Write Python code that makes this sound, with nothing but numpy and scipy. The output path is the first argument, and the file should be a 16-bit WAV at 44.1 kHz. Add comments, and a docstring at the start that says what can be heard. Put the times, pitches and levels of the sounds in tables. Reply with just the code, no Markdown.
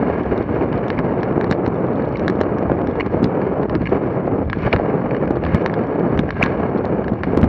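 """A dog sled's runners drum and scrape fast along a packed snow trail, and its frame rings with them.
The microphone rides on the frame, close to the runners. Over crests the sled goes light, then skids.
Bumps thud through it and crush the crust, loose fittings click, joints creak and crumbs of snow
tick against it, all over a low shaking. The hardest jolts overload the microphone with a snap."""
import sys
import numpy as np
from scipy import signal
from scipy.fft import rfft, irfft
from scipy.io import wavfile
from scipy.ndimage import map_coordinates

SR = 44100
rng = np.random.default_rng(int(sys.argv[2]) if len(sys.argv) > 2 else 0)


def wav_out(sig):
    """Save sig, one row per channel (or a flat mono array), as 16-bit PCM at SR to the path in sys.argv[1]."""
    wavfile.write(sys.argv[1], SR, np.round(np.clip(np.atleast_2d(sig).T, -1, 1) * 32767).astype(np.int16))


N = 329868
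TIME = np.arange(N) / SR

# the hardest bumps in the trail: time_s, level_db, pitch_hz
BUMPS = [(0.029, -1.5, 290), (0.1009, 0.5, 485), (0.321, -11, 90), (0.4117, -8, 310), (0.5118, -1.5, 254),
         (0.5988, -14, 88), (0.9778, -8, 245), (0.993, -3, 176), (1.365, -2.5, 275), (1.3791, 0, 324),
         (1.4045, -8, 446), (1.5133, 6.5, 194), (1.5872, -3.5, 327), (1.6788, 3, 250), (2.047, -15, 574),
         (2.076, -6.5, 453), (2.2992, 1.5, 326), (2.413, 4, 370), (2.6992, -4, 555), (2.7184, 2, 364),
         (2.79, -8, 515), (2.8615, -13, 96), (2.8875, -6.5, 318), (3.029, -4, 324), (3.1458, 0.5, 312),
         (3.2301, 4.5, 270), (3.2462, 0.5, 197), (3.2627, -5, 230), (3.525, -4, 344), (3.5972, -5.5, 394),
         (3.657, -7, 380), (3.762, 1, 300), (3.8107, -1.5, 274), (3.9233, 3.5, 377), (3.929, -3.5, 410),
         (3.9335, -1, 397), (3.9569, -2, 411), (4.2775, -5.5, 507), (4.3872, -10, 480), (4.3915, -5.5, 310),
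         (4.428, -4.5, 300), (4.4682, -6.5, 85), (4.572, -4, 300), (4.664, 1, 110), (4.678, -5.5, 580),
         (4.7368, -5.5, 880), (4.7397, 0.5, 330), (4.7456, -5, 480), (4.751, -9, 85), (4.7997, -1.5, 510),
         (4.8498, -3, 278), (4.942, -4.5, 493), (5.309, 6.5, 277), (5.3415, -11.5, 444), (5.3702, -6, 348),
         (5.5474, 10, 183), (6.127, -5, 426), (6.161, -8.5, 85), (6.195, 5.5, 220), (6.4141, -4.5, 643),
         (6.4346, -1, 221), (6.7503, -2, 355), (6.848, -2.5, 500), (7.0205, -7, 480), (7.1211, 1.5, 216),
         (7.275, -3.5, 268), (7.3756, 8, 312), (7.414, -1, 280), (7.433, 2, 173), (7.4423, 11, 266)]
# crests where the sled goes light, then skids: start_s, length_s, drum_loss_db, skid_db
CRESTS = [(0.449, 0.022, 6.5, 1), (2.088, 0.092, 3.5, 2.5), (2.918, 0.036, 5, 5.5), (3.016, 0.035, 7, -0.5),
          (3.078, 0.03, 11.5, 8.5), (3.665, 0.035, 16.5, -6.5), (3.777, 0.033, 9, 2), (3.831, 0.086, 8, 14),
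          (4.427, 0.225, 10, 11), (4.688, .038, 9, 6), (5.376, 0.15, 4, 20.5), (6.201, 0.25, 4.5, 10),
          (6.313, 0.039, 6.5, 3.5), (7.028, 0.092, 5.5, -1), (7.153, 0.12, 7.5, 12)]
# spectrum of scraping snow: frequency_hz, level_db
SCRAPE_SPECTRUM = [(200, -19.5), (700, 7), (1200, 16), (3000, -1.5), (3300, -9.5), (4300, -7), (5650, -20),
                   (5950, -22), (7000, -26.5), (10000, -34), (15000, -52.5)]
# spectrum of a dry scuff or crackle: frequency_hz, level_db
SCUFF_SPECTRUM = [(1500, -16.5), (3400, 9), (4000, 2.5), (4400, 6.5), (4800, -12), (5200, -0.5),
                  (5600, -1.5), (6000, -12), (6800, -27), (9500, -46), (15000, -59.5)]


def runners(drum_db=-19.0, scrape_db=0.75, bounce=0.2, skid_share=0.68, scrape_loss=0.56):
    """Lumps drum on the runners and ice grains scrape; on a crest both fade and the runners bounce."""
    # spectrum of the drumming: frequency_hz, level_db
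    drum_spectrum = [(35, -46.5), (60, -32), (112, 1), (449, 0.5), (493, -1), (1280, -17.5), (1520, -23.5),
                     (1720, -29), (1920, -28.5), (2210, -36.5), (2500, -36.5), (3250, -55), (5500, -120)]
    # strength of the scraping along the trail: time_s, level_db
    scrape_levels = [(0.0, -35.5), (0.8, -39), (1.08, -38.5), (1.83, -43.5), (2.21, -40.5), (2.9, -44),
                     (3.3, -42.5), (3.75, -40), (3.87, -46.5), (4.12, -38.5), (4.35, -48.5), (4.54, -39),
                     (4.66, -37.5), (5.23, -43), (5.48, -46), (5.58, -39), (6.15, -42.5), (6.48, -36.5),
                     (6.65, -38), (6.83, -42), (7.23, -45), (7.48, -41)]
    chatter, patches = wobble(hz=70), wobble(hz=20)  # the contact and the snow, shared by both sounds
    light_db = lightness()
    drum = colour(grains(per_s=3500, spread_db=0.27), drum_spectrum)
    drum = evened(drum * gain_of((1 + bounce * light_db) * chatter + patches))
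    scrape = colour(grains(per_s=9000, spread_db=2.5), SCRAPE_SPECTRUM)
    scrape = flexing(frame(scrape), share=0.012, hz=8)
    scrape = evened(scrape * gain_of(2 * chatter + 0.8 * patches))
    trail_db = curve(scrape_levels) + skid_share * skidding() - scrape_loss * light_db
    return gain_of(drum_db - light_db) * drum + gain_of(scrape_db + trail_db) * scrape


def lightness(lift_s=0.015, settle_s=0.022):
    """The drumming lost, in dB, as the weight leaves the runners on each crest and returns."""
    loss_db = np.zeros(N)
    for start, length, db, _ in CRESTS:
        lifted = np.clip((TIME - start) / lift_s + 0.5, 0, 1)
        still_light = np.clip((start + length - TIME) / settle_s + 0.5, 0, 1)
        loss_db += db * lifted * still_light
    return loss_db


def skidding(rise_s=0.11, fall_s=0.06):
    """The skid's strength, on a decibel scale: it swells up to each landing and dies after it."""
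    skid_db = np.zeros(N)
    for start, length, _, db in CRESTS:
        since_landing = TIME - start - length
        skid_db += db * np.exp(-(since_landing / np.where(since_landing < 0, rise_s, fall_s)) ** 2)
    return skid_db


def frame(force):
    """A force rings the damped modes of the sled's frame."""
    # modes of the frame: pitch_hz, width_hz, level_db
    modes = [(1074, 210, -4), (1450, 220, -14), (1664, 54, 1), (1760, 290, -5.5), (2182, 260, 1),
             (2300, 110, -20.5), (2810, 190, -8), (3640, 180, -18.5), (4350, 110, -10.5),
             (5300, 360, -13.5), (5500, 240, -21)]
    t = np.arange(SR // 10) / SR
    ring = sum(gain_of(db) * width * np.exp(-np.pi * width * t) * np.cos(2 * np.pi * hz * t)
               for hz, width, db in modes)
    return signal.oaconvolve(force, ring / np.linalg.norm(ring))[:len(force)]


def flexing(x, share, hz):
    """The frame flexes, so every pitch in x wanders by a small share."""
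    return map_coordinates(x, [np.cumsum(1 + share * wobble(hz))], order=3, mode="mirror")


def bumps(level_db=-5.0, rise_s=0.0009, fall_s=0.0015, soft_hz=240, knock_db=-12, knock_hz=750):
    """A bump knocks on a runner and flexes the sled; low, soft bumps last longer and knock less."""
    out, t = np.zeros(N), np.arange(-SR // 50, SR // 20) / SR
    knock = gain_of(knock_db) * np.exp(-(t / 0.0017) ** 2) * np.cos(2 * np.pi * knock_hz * t)
    for s, db, hz in BUMPS:
        softness = np.hypot(1, soft_hz / hz)
        swing = pulse(t / softness, rise_s, fall_s, rounding=0.5) * np.cos(2 * np.pi * hz * t)
        add(out, s + t[0], gain_of(db + level_db) * (swing + knock / softness))
    give = 0.85  # the frame flexes only so far
    return give * np.tanh(out / give)


def crunches(level_db=-21, rise_s=0.0055, fall_s=0.0037, hard_hz=400):
    """Each bump crushes the crust under the runner; the quick, hard ones crunch most."""
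    # spectrum of crushed snow: frequency_hz, level_db
    crush_spectrum = [(200, -21.5), (650, 9), (1100, -2.5), (2200, -17), (3300, -35.5), (5500, -48.5),
                      (8000, -78)]
    pressure = np.zeros(N)
    for s, db, hz in BUMPS:
        envelope = np.exp(-abs(TIME - s) / np.where(TIME < s, rise_s, fall_s))
        pressure += gain_of(db) * (hz / hard_hz) ** 2 * envelope
    crust = evened(colour(grains(per_s=8900, spread_db=2.0), crush_spectrum))
    return gain_of(level_db) * pressure * crust


def clicks(note_hz=1698, note_s=0.0015, wood_hz=900, wood_s=0.002, contact_s=0.000376,
           crack_s=0.0012, rattle_db=-22, rattle_s=0.01):
    """A loose fitting hits the frame: its own note, a woody thud, the frame's ring, a rattling crack."""
    # strikes of the fittings: time_s, level_db, crack_db, crack_top_hz
    strikes = [(0.377, -38, -43, 6300), (0.728, -27, -47, 5240), (0.7775, -32, -51, 5200),
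               (0.882, -32, -43, 8100), (0.902, -20, -34, 5400), (0.9892, -19.5, -42.5, 5850),
               (1.231, -26, -41, 5800), (1.411, -25.5, -42, 7400), (1.4424, -24.5, -41.5, 5400),
               (1.5113, -21, -29.5, 7740), (1.5234, -21.5, -35, 5870), (1.528, -24.5, -44, 5950),
               (1.6572, -42, -53, 6300), (1.663, -27, -40, 5950), (1.6763, -39, -50, 7200),
               (2.022, -36.5, -52, 5200), (2.17, -36, -43, 6300), (2.1943, -26.5, -45, 6400),
               (2.2798, -19, -29, 7900), (2.298, -26, -40, 6500), (2.4048, -26, -48, 6440),
               (2.412, -22.5, -35.5, 7000), (2.434, -28, -52, 5240), (2.584, -34, -50, 6100),
               (2.815, -39, -50, 5860), (2.871, -31, -44.5, 5700), (3.0617, -31.5, -50, 6500),
               (3.242, -42, -29.5, 7500), (3.631, -32, -48.5, 5450), (3.696, -25.5, -44, 5500),
               (3.7512, -27, -38, 5600), (3.8172, -32.5, -52, 4950), (4.4983, -25, -38.5, 5540),
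               (4.53, -17.5, -40, 5400), (4.7281, -19, -28, 5000), (4.7355, -15.5, -43, 5470),
               (4.762, -19, -38, 5000), (4.791, -31, -58, 5000), (5.1472, -26.5, -65, 5200),
               (5.2763, -28, -57.5, 5600), (5.437, -25.5, -46, 5500), (5.45, -29, -40, 5400),
               (5.464, -21, -47, 5000), (5.5454, -19, -43, 6500), (5.6605, -16, -31, 6540),
               (5.697, -27, -61, 5900), (5.739, -27.5, -39, 5330), (5.7904, -28, -58, 5370),
               (5.837, -31.5, -58, 5600), (6.1753, -27, -46, 6100), (6.191, -22, -28.5, 7600),
               (6.29, -27, -59, 5770), (6.3054, -19, -37, 5600), (6.416, -25, -54, 5500),
               (6.4374, -19, -30, 7250), (6.4602, -21, -37, 5400), (6.8527, -39, -42.5, 7200),
               (7.043, -30, -53, 5260), (7.0806, -26, -46, 5700), (7.234, -17.5, -40, 5740),
               (7.2412, -31, -49, 5700), (7.43, -20, -44, 7400)]
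    # spectrum of a click's first instant: frequency_hz, level_db
    crack_spectrum = [(1000, -21.5), (2500, -3), (3300, -3), (3700, 4), (4100, 3), (4400, 0), (4800, -10.5),
                      (5100, -8), (5600, -5.5), (6000, -17), (6500, -12.5), (7000, -22), (7700, -21.5),
                      (9000, -36), (15000, -52)]
    out, t = np.zeros(N), np.arange(SR // 15) / SR
    head = slice(SR // 250)  # the first four milliseconds set the level
    onset = (1 - np.exp(-t / contact_s)) ** 2
    impact = np.sqrt(contact_s * SR) * np.sinc((t - 2 * contact_s) * SR)
    rattle = onset * (np.exp(-t / crack_s) + gain_of(rattle_db) * np.exp(-t / rattle_s))
    for s, db, crack_db, top_hz in strikes:
        noise = rng.standard_normal(len(t))
        force = impact + noise * rattle
        # pitches and colour vary with the place struck
        note = np.sin(2 * np.pi * note_hz * (1 + 0.022 * noise[0]) * t) * np.exp(-t / note_s) * onset
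        wood = np.sin(2 * np.pi * wood_hz * (1 + 0.24 * noise[1]) * t) * np.exp(-t / wood_s) * onset
        spot_spectrum = np.multiply(crack_spectrum, [np.exp(0.054 * noise[2]), 1])
        lowpass = signal.butter(12, top_hz, fs=SR, output="sos")
        crack = signal.sosfilt(lowpass, colour(force, spot_spectrum))
        ring = frame(colour(force, SCRAPE_SPECTRUM))
        parts = [(note, db - 4), (wood, db - 6.5), (ring, db - 3), (crack, crack_db)]
        add(out, s, sum(gain_of(part_db) * part / part[head].std() for part, part_db in parts))
    return out


def creaks(bend=0.248, bend_s=0.0042, rasp_fall_s=0.0018):
    """A joint slips under load: a gritty rasp around a brief note that bends up as it grips again."""
    # slips of the frame's joints: time_s, note_db, pitch_hz, rasp_db
    slips = [(0.612, -35.5, 2580, -38), (0.929, -30, 2000, -40), (0.9814, -22, 2170, -41),
             (2.1576, -26, 2200, -32), (3.0001, -19, 2020, -28), (3.0075, -22, 2090, -19),
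             (3.0174, -25, 2330, -42), (3.4168, -36, 2250, -32), (3.8577, -23.5, 2190, -32),
             (3.865, -34, 2240, -32), (3.872, -24, 2380, -25), (4.7292, -8.5, 2302, -17),
             (5.11, -29, 2430, -29.5), (5.167, -39, 2150, -33), (6.422, -28, 2170, -25),
             (6.4286, -4, 2410, -16.5)]
    # spectrum of a slipping joint: frequency_hz, level_db
    rasp_spectrum = [(400, -10.5), (1100, 0.5), (1450, -9), (1650, 10), (1950, -2.5), (2300, 6),
                     (2600, -11.5), (2850, 1.5), (3300, -24), (4000, -26), (4400, -14), (4800, -36),
                     (5500, -31), (6400, -44), (7500, -58.5), (15000, -78.5)]
    out, t = np.zeros(N), np.arange(-SR // 100, SR // 40) / SR
    slip = pulse(t, rise_s=0.001, fall_s=0.00099)
    grind = pulse(t, rise_s=0.0012, fall_s=rasp_fall_s)
    for s, note_db, hz, rasp_db in slips:
        noise = rng.standard_normal(len(t))
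        pitch_hz = hz * (1 + bend * np.tanh(t / bend_s))
        note = slip * np.sin(2 * np.pi * np.cumsum(pitch_hz) / SR)
        rasp = colour(grind * noise * abs(noise), rasp_spectrum)
        rasp /= rasp[abs(t) < rasp_fall_s].std()
        add(out, s + t[0], gain_of(note_db) * note + gain_of(rasp_db) * rasp)
    return out


def overloads(relax_s=0.00053, crackle_db=-24, crackle_s=0.0088):
    """The microphone overloads on the hardest jolts: a sharp snap, then a short crackle."""
    # overloads on the hardest jolts: time_s, level_db
    jolts = [(1.513, -22), (2.3, -24), (3.23, -20), (3.243, -25), (4.7422, -31), (5.3082, -24),
             (5.5473, -14), (6.1937, -21.5), (6.4284, -15), (7.3742, -13.5), (7.415, -22), (7.4425, -18)]
    # spectrum of a snap: frequency_hz, level_db
    snap_spectrum = [(100, 8.5), (5000, 0.5), (8000, -5), (11500, -9.5), (13000, -19), (15000, -29.5)]
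    out, t = np.zeros(N), np.arange(SR // 30) / SR
    snap = -colour(np.exp(-t / relax_s), snap_spectrum)  # a step against the swing of the jolt
    for s, db in jolts:
        crackle = colour(rng.standard_normal(len(t)) * np.exp(-t / crackle_s), SCUFF_SPECTRUM)
        add(out, s, gain_of(db) * (snap + gain_of(crackle_db) * crackle))
    return out


def heave(level_db=2.0, jolt_db=-29, jolt_s=0.025, slow_hz=200):
    """The whole sled shakes on the uneven trail and shudders at each bump, most at the slow ones."""
    # spectrum of the shaking: frequency_hz, level_db
    shake_spectrum = [(12, -35), (25, -20), (45, -15), (75, 1), (120, -6.5), (200, -3.5), (400, -17),
                      (5000, -140)]
    # strength of the shaking along the trail: time_s, level_db
    shake_levels = [(0, -29), (0.3, -31), (0.8, -30.5), (1.4, -33.5), (1.8, -36.5), (2.05, -31.5),
                    (3.2, -28.5), (3.4, -41), (3.8, -22.5), (4.15, -38), (4.5, -26.5), (4.75, -26),
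                    (4.9, -36), (5.5, -26), (5.95, -40), (6.2, -24.5), (6.85, -32.5), (7.48, -25.5)]
    # spectrum of the shudder at a bump: frequency_hz, level_db
    shudder_spectrum = [(20, -21.5), (45, -14), (80, 3), (170, -7.5), (300, -14), (3000, -130)]
    shake = evened(colour(rng.standard_normal(N), shake_spectrum))
    shudder = evened(colour(rng.standard_normal(N), shudder_spectrum))
    jolts = sum(gain_of(db + jolt_db) * slow_hz / hz * np.exp(-((TIME - s) / jolt_s) ** 2)
                for s, db, hz in BUMPS)
    return gain_of(level_db + curve(shake_levels)) * shake + jolts * shudder


def crumbs(level_db=-4.0, crumble_s=0.00083):
    """A larger crumb of snow breaks on the sled in one dry scuff."""
    # crumbs that hit the sled: time_s, level_db
    hits = [(0.233, -48), (0.4255, -47), (0.5473, -50), (0.7553, -50), (1.2063, -50), (1.463, -55),
            (1.503, -42), (1.743, -51), (1.757, -51), (1.9314, -51), (1.957, -48), (1.966, -56),
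            (1.975, -59), (2.0496, -52), (2.0876, -53), (2.1235, -50), (2.2632, -51), (2.3556, -51),
            (2.3631, -59), (2.9115, -47), (2.9543, -50), (3.96, -56), (4.62, -46), (5.3578, -46),
            (5.368, -47), (5.6207, -48), (5.9956, -49), (6.4927, -54), (6.775, -45), (6.783, -45),
            (7.0929, -48), (7.135, -48)]
    out, t = np.zeros(N), np.arange(SR // 30) / SR
    for s, db in hits:
        scuff = colour(rng.standard_normal(len(t)) * t * np.exp(-t / crumble_s), SCUFF_SPECTRUM)
        add(out, s, gain_of(db + level_db) * scuff / scuff[:SR // 250].std())
    return out


def spray(level_db=-26, crumble_s=0.00079, skid_share=0.25):
    """Fine crumbs land on the sled in tiny ticks, louder in loose snow and in a skid."""
    # loose snow thrown onto the sled: time_s, level_db
    spray_levels = [(0, -43), (1.2, -44), (1.7, -49), (2.1, -42), (2.6, -46), (3.1, -37.5), (3.35, -46.5),
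                    (3.9, -43.5), (4.3, -45), (4.65, -39.5), (5.0, -48), (5.5, -48), (5.8, -44), (6.1, -45),
                    (6.5, -41), (7.0, -47), (7.48, -41)]
    t = np.arange(SR // 30) / SR
    landings = abs(grains(per_s=220, spread_db=2))
    crumbling = signal.oaconvolve(landings, t * np.exp(-t / crumble_s))[:N]
    ticks = evened(colour(crumbling * rng.standard_normal(N), SCUFF_SPECTRUM))
    return gain_of(level_db + curve(spray_levels) + skid_share * skidding()) * ticks


def gain_of(db):
    """Decibels to amplitude."""
    return 10 ** (np.asarray(db) / 20)


def evened(x):
    """Scales to rms 1."""
    return x / np.sqrt(np.mean(x ** 2) + 1e-20)


def add(mix, s, sound):
    """Mixes a sound in at s seconds."""
    part = mix[max(round(s * SR), 0):][:len(sound)]
    part += sound[:len(part)]


def curve(points):
    """The level in dB at every sample, from rows of time_s, level_db."""
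    return np.interp(TIME, *np.transpose(points))


def pulse(t, rise_s, fall_s, rounding=1):
    """An envelope with a bell-shaped rise, a rounded peak at t = 0 and an exponential fall."""
    return np.exp(-np.where(t < 0, (t / rise_s) ** 2 / 2, np.hypot(t / fall_s, rounding) - rounding))


def colour(x, spectrum, size=4096):
    """Minimum-phase filter shaped by rows of frequency_hz, level_db."""
    hz, db = np.transpose(spectrum)
    bin_hz = abs(np.fft.fftfreq(size, 1 / SR))
    log_gain = np.log(gain_of(np.interp(np.log(bin_hz + 1), np.log(hz), db)))
    response = np.fft.ifft(np.exp(np.conj(signal.hilbert(log_gain)))).real
    return signal.oaconvolve(x, response[:size // 2] * np.hanning(size)[size // 2:])[:len(x)]


def wobble(hz):
    """Slow random motion of rms 1, with up to about hz changes a second."""
    rolloff = np.exp(-(np.fft.rfftfreq(N, 1 / SR) / hz) ** 2)
    return evened(irfft(rfft(rng.standard_normal(N)) * rolloff, N))


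def grains(per_s, spread_db):
    """Random tiny impacts of either sign; spread_db makes a few larger than the rest."""
    size = gain_of(spread_db * np.minimum(rng.exponential(1, N), 4))
    return evened(size * rng.standard_normal(N) * (rng.random(N) < per_s / SR))


def scene():
    """The ride as it reaches the one microphone through the sled, with the snaps of its overloads."""
    ride = runners() + heave() + bumps() + crunches()
    return (ride + clicks() + creaks() + overloads() + spray() + crumbs())[None]


def record(dry):
    """The microphone on the frame sheds the deepest bass and top treble and flattens the loudest jolts."""
    low_cut_hz, overload_hz, top_hz = 27, 6000, 15800
    ceiling, knee = 0.72, 12
    picked_up = signal.sosfilt(signal.butter(2, low_cut_hz, "highpass", fs=SR, output="sos"), dry)
    limited = picked_up / (1 + abs(picked_up / ceiling) ** knee) ** (1 / knee)
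    # only the part of each peak below overload_hz is taken off
    excess = signal.sosfiltfilt(signal.butter(2, overload_hz, fs=SR, output="sos"), picked_up - limited)
    band_limit = signal.firwin(511, top_hz, window=("kaiser", 9), fs=SR)
    return signal.oaconvolve(picked_up - excess, band_limit[None], "same")


dry = scene()
out = record(dry)
wav_out(out)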